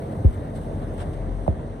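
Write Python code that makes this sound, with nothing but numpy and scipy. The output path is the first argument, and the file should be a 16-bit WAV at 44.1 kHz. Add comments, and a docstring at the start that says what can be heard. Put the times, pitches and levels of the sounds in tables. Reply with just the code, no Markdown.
"""A hand-held camera over a garden pond, its two microphone ports open to wind and far traffic.
At 0.25 s handling bumps the camera: a short knock that rings its body, then a dull, sinking thump.
Soft rustles brush by close to the microphone until about 1.15 s, while a deep drone, like a distant
engine, swells towards 1.4 s. Just before 1.5 s comes a second bump and the drone dips; the low
rumble and a thin hiss carry on to the end."""
import sys
import numpy as np
from scipy import signal
from scipy.fft import rfft, irfft
from scipy.io import wavfile
from scipy.ndimage import uniform_filter1d

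SR = 44100
rng = np.random.default_rng(int(sys.argv[2]) if len(sys.argv) > 2 else 0)


def unload_audio(sound):
    """Save the sound as a 16-bit wav file, at the path given as the first command line argument."""
    columns = np.transpose(np.atleast_2d(sound))
    # keep every value between -1 and 1, then stretch to whole-number steps
    steps = np.round(np.clip(columns, -1, 1) * 32767)
    wavfile.write(sys.argv[1], SR, steps.astype(np.int16))


N = 79380  # 1.8 s

# knocks on the camera body (t/s, level/dB, starting f/Hz, time to peak/s, left minus right/dB)
KNOCKS = [(0.2448, -14.5, 531, 0.0039, 8.5), (0.253, -21, 686, 0.0011, 9), (1.465, -28, 1040, 0.0015, 16),
          (1.478, -9.5, 885, 0.0022, -7)]
# modes of the body, ringing after each knock (f/Hz, level/dB, t60/s)
BODY_MODES = [(193.3, -3, 0.065), (262.4, -10.5, 0.074), (313.5, -7, 0.057), (382, -26, 0.45),
              (521, -17.5, 0.079), (666, -16, 0.15)]
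KNOCK_FALL_S, RIGHT_LAG_S, BODY_RISE_S = 0.0091, 0.00044, 0.0039


def knock(start, db, hz, peak_s, pan_db):
    """Right at the microphone: a round knock that drops fast in pitch and sets the body ringing."""
    t = np.array([since(start), since(start + RIGHT_LAG_S)])
    cycles = hz * KNOCK_FALL_S * (1 - np.exp(-t / KNOCK_FALL_S))
    blow = (t / peak_s * np.exp(1 - t / peak_s)) ** 2 * np.sin(2 * np.pi * cycles)
    ring = sum(amp(mode_db - 60 * t / t60) * np.sin(2 * np.pi * f * t) for f, mode_db, t60 in BODY_MODES)
    ring_rise = 1 - np.exp(-(t / BODY_RISE_S) ** 2)
    return pan(pan_db) * amp(db) * (blow + ring * ring_rise)


# handling thumps on the camera (t/s, level/dB, rise/s, length/s, starting f/Hz, final f/Hz)
THUMPS = [(0.2478, -0.5, 0.01, 0.031, 115, 35.4), (1.487, -13.5, 0.001, 0.037, 105, 49.7)]
SINK_S = 0.026


def thump(start, db, rise, length, from_hz, to_hz):
    """The dull part of a bump: a few slow swings that sink in pitch and die away."""
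    t = since(start)
    detune = 1 + 0.032 * np.array([[-1], [1]])  # lower at the left port, higher at the right
    hz = (to_hz + (from_hz - to_hz) * np.exp(-t / SINK_S)) * (t > 0) * detune
    envelope = (1 - np.exp(-t / rise)) * np.exp(-(t / length) ** 1.86)
    return amp(db) * envelope * np.sin(2 * np.pi * np.cumsum(hz, 1) / SR)


# contact ticks on the camera (t/s, level/dB, decay/s, tilt/dB per octave)
TICKS = [(.246, -46, .003, -7), (1.4775, -38.5, .0014, 0)]
# their spectrum before the tilt (f/Hz, relative level/dB)
TICK_COLOUR = [(300, -39), (2500, 16.5), (4000, -2), (6800, -8), (7700, 0), (8800, 11), (12000, -11),
               (13500, -18)]


def tick(start, db, decay, tilt_db):
    """A tiny contact at each bump: a burst of noise that dies in milliseconds."""
    t = since(start)
    return amp(db) * (t > 0) * np.exp(-t / decay) * port_noise(TICK_COLOUR, tilt_db)


# close rustles (middle t/s, level/dB, half length/s, tilt/dB per octave, left minus right/dB)
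RUSTLES = [(0.125, -54, 0.014, -2, 2), (0.343, -59, 0.015, 3, -1), (0.567, -52, 0.013, 3.5, -2),
           (0.626, -61.5, 0.029, 7, 1), (0.83, -43.5, 0.01, -6.5, 2), (0.942, -61, 0.0053, 14, 3),
           (0.982, -57, 0.003, 14, 7), (1.009, -41.5, 0.02, -2.5, 1), (1.14, -50, 0.007, -1, 1)]
# their spectrum before the tilt (f/Hz, relative level/dB)
RUSTLE_COLOUR = [(150, -31), (450, 9), (1000, 9.5), (1400, 1.5), (1900, 4.5), (2400, -2.5), (3100, 4),
                 (5000, -5), (7200, -12), (8400, 4), (10000, -8), (15000, -28)]
RUSTLE_GRAIN_DB = 2


def rustle(middle, db, half_length, tilt_db, pan_db):
    """A soft, grainy brush close to the microphone, swelling and fading."""
    swell = np.exp(-.5 * ((since(0) - middle) / half_length) ** 2)
    brush = port_noise(RUSTLE_COLOUR, tilt_db) * amp(RUSTLE_GRAIN_DB * wander(rate_hz=600))
    return pan(pan_db) * amp(db) * swell * unit(brush)


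# wind and far traffic as heard over the pond (f/Hz, relative level/dB)
AIR_COLOUR = [(32, -57), (55, -1), (100, 0), (135, -7), (170, -8), (230, -6), (300, -10), (360, -12.5),
              (500, -12), (650, -12.5), (800, -19.5), (1000, -23), (1400, -30.5), (2050, -35),
              (2400, -43.5), (2850, -41.5), (4200, -47.5), (5200, -54), (6100, -51), (7200, -56.5),
              (9100, -72.5)]
# rise and fall of the whole air (t/s, relative level/dB)
AIR_LEVEL = [(0, 0.5), (.12, 1), (.22, 0), (.45, 0), (.8, 0.5), (.98, 1), (1.08, 2), (1.17, 0), (1.3, 0),
             (1.6, -1.5), (1.8, -2)]
# ebb of the rumble below about RUMBLE_HZ, and of the engine's overtones in it (t/s, relative level/dB)
RUMBLE_LEVEL = [(0, 2.5), (.13, 1), (.35, 1.5), (.6, 0), (.9, -0.5), (1, -4), (1.1, 1), (1.18, 0.5),
                (1.29, -1), (1.36, -2.5), (1.55, 0.5), (1.8, -3)]
AIR_DB, PATCH_DB, FLICKER_DB = -32, 1.5, .3
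LOW_CUT_HZ, RUMBLE_HZ = 64.6, 250


def air():
    """Wind and far traffic: dark noise in drifting patches, with a low rumble that ebbs by itself."""
    frames = dict(fs=SR, nperseg=512, noverlap=384)
    hz, t, spectra = signal.stft(port_noise(AIR_COLOUR, cut_hz=LOW_CUT_HZ), **frames)
    speckle = rng.standard_normal(spectra.shape[::-1]).mean(2).T
    patches = uniform_filter1d(speckle, size=6, axis=0)  # smooth across frequency
    patches = unit(uniform_filter1d(patches, size=18, axis=1))  # and across time
    rumble_db = np.interp(t, *np.transpose(RUMBLE_LEVEL)) / (1 + (hz[:, None] / RUMBLE_HZ) ** 4)
    wind = signal.istft(spectra * amp(PATCH_DB * patches + rumble_db), **frames)[1][:, :N]
    return amp(AIR_DB + FLICKER_DB * wander(rate_hz=90)) * level(AIR_LEVEL) * unit(wind)


# swell of the distant drone (t/s, level/dB)
DRONE_LEVEL = [(0, -46), (.3, -41), (.47, -42.5), (.65, -36.5), (.8, -34), (1.14, -35.5), (1.21, -30),
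               (1.4, -28), (1.5, -43), (1.7, -36), (1.8, -43)]
# its overtones (multiple of the drone's pitch, level/dB)
OVERTONES = [(2, -42), (3, -43), (3.5, -45.5), (5, -48), (7, -48.5)]
DRONE_HZ, DRONE_PAN_DB = 44.7, 7
DRONE_WAVER_DB, OVERTONE_WAVER_DB = 1, 3


def engine_drone():
    """Far off: a deep, wavering drone like an engine, stronger on the left, with faint overtones."""
    hz = DRONE_HZ * (1 + 0.01403 * wander(rate_hz=8.6))
    phase = 2 * np.pi * np.cumsum(hz) / SR
    waver = amp(DRONE_WAVER_DB * wander(rate_hz=12))
    drone = pan(DRONE_PAN_DB) * level(DRONE_LEVEL) * waver * np.sin(phase)
    overtones = 0
    for multiple, db in OVERTONES:
        gain = amp(db + OVERTONE_WAVER_DB * wander(rate_hz=15.2))
        overtones += gain * np.sin(multiple * phase + 2 * np.pi * rng.random())
    return np.sqrt(2) * (drone + level(RUMBLE_LEVEL) * overtones)


# hums and whines in the far traffic (f/Hz, width/Hz, level/dB)
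HUMS = [(96.6, 0.67, -54.5), (412.2, 11.5, -52.5), (489.5, 60, -50.5), (652, 23, -55), (1553, 17, -75)]


def traffic_hum(hz, width, db):
    """A faint, unsteady hum from far traffic: a narrow band of noise, alike at both ports."""
    phase = 2 * np.pi * hz * since(0)
    return amp(db) * (wander(width) * np.cos(phase) + wander(width) * np.sin(phase))


# spectrum of the background hiss (f/Hz, relative level/dB)
HISS_COLOUR = [(4000, -22), (7000, -27), (7800, -16), (8100, 10), (8600, 5.5), (9400, 1.5), (11000, -5),
               (13000, -12.5), (15000, -41)]
# its rise and fall (t/s, level/dB)
HISS_LEVEL = [(0, -63.5), (.09, -66), (.14, -65), (.35, -65), (.5, -67), (.66, -65), (.88, -64.5),
              (1.1, -63.5), (1.3, -68), (1.45, -63.5), (1.55, -68), (1.8, -68.5)]
HISS_TOP_HZ, HISS_DULL_DB_PER_S = 11000, 7.5


def hiss():
    """Behind everything, a thin high hiss that slowly loses its top."""
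    noise = port_noise(HISS_COLOUR)
    top = signal.sosfiltfilt(signal.butter(4, HISS_TOP_HZ, "high", fs=SR, output="sos"), noise)
    top_gain = amp(-HISS_DULL_DB_PER_S * (since(0) - N / SR / 2))
    return level(HISS_LEVEL) * (noise - top + top * top_gain)


# sound reaching the microphone from ahead (f/Hz, share of power/0-1)
FROM_AHEAD = [(60, .92), (130, .99), (300, .98), (450, .65), (650, .58), (860, .3), (1400, .17),
              (2000, .28), (4000, .2), (6000, .28), (9500, .27), (11500, .92)]
# sound reaching it from the left (f/Hz, share of power/0-1)
FROM_LEFT = [(300, 0), (600, .3), (860, .5), (1400, .66), (2000, .58), (4000, .42), (6000, .48),
             (8000, .22), (10000, .05)]
# balance of its two ports (f/Hz, left minus right/dB)
PORT_BALANCE = [(50, -3.5), (110, .5), (380, -1.5), (700, -1), (1300, 2.5), (2400, -0.5), (7500, 1.5),
                (8200, 9.5), (9500, 7), (12000, -1)]
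PORT_LAG_S = .00051  # sound from the left reaches the right port this much later


def port_noise(colour, tilt_db=0, cut_hz=1):
    """Coloured noise at the two ports: part from ahead, part from the left, the rest from all around."""
    hz = np.fft.rfftfreq(N, 1 / SR) + 1
    front, side, *around = rfft(rng.standard_normal((4, N)))
    ahead = np.clip(read(FROM_AHEAD, hz), 0, 1)
    left = np.clip(read(FROM_LEFT, hz), 0, 1 - ahead)
    diffuse = np.maximum(1 - ahead - left, 0)
    lag = np.exp(-2j * np.pi * hz * np.array([[0], [PORT_LAG_S]]))
    field = np.sqrt(ahead) * front + np.sqrt(left) * side * lag + np.sqrt(diffuse) * np.array(around)
    balance = amp(np.array([[1], [-1]]) * read(PORT_BALANCE, hz) / 2)
    balance /= np.sqrt((balance ** 2).mean(0))
    shape = amp(read(colour, hz) + tilt_db * np.log2(hz))
    low_cut = 1 / np.sqrt(1 + (cut_hz / hz) ** 10)
    return unit(irfft(field * balance * shape * low_cut, N))


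def amp(db):
    """Decibels to gain."""
    return 10 ** (np.asarray(db) / 20)


def unit(x):
    """Scales to an rms of one."""
    return x / np.sqrt(np.mean(x ** 2) + 1e-20)


def read(points, hz):
    """Reads a table on a log-frequency axis."""
    f, value = np.transpose(points)
    return np.interp(np.log(hz + 1), np.log(f + 1), value)


def level(points):
    """Turns a (t/s, level/dB) curve into a gain per sample."""
    return amp(np.interp(np.arange(N) / SR, *np.transpose(points)))


def pan(db):
    """Left and right gains for a level difference."""
    return unit(amp(np.array([[db], [-db]]) / 2))


def since(start):
    """Seconds since a moment, zero before it."""
    return np.maximum(np.arange(N) / SR - start, 0)


def wander(rate_hz):
    """Smooth random motion of rms one."""
    hz = np.fft.rfftfreq(N, 1 / SR)
    return unit(irfft(rfft(rng.standard_normal(N)) * np.exp(-(hz / rate_hz) ** 2), N))


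def scene():
    """At the pond: close handling sounds over the distant outdoor bed."""
    bed = air() + engine_drone() + sum(traffic_hum(*row) for row in HUMS) + hiss()
    knocks = sum(knock(*row) for row in KNOCKS)
    thumps = sum(thump(*row) for row in THUMPS)
    ticks = sum(tick(*row) for row in TICKS)
    rustles = sum(rustle(*row) for row in RUSTLES)
    return knocks + thumps + ticks + rustles + bed


BAND_LIMIT_HZ = 15600


def record(dry):
    """The camera's band limit: a steep low-pass on both channels."""
    low_pass = signal.firwin(511, BAND_LIMIT_HZ, window=("kaiser", 9), fs=SR)
    return signal.oaconvolve(dry, low_pass[None], "same")


dry = scene()
out = record(dry)
unload_audio(out)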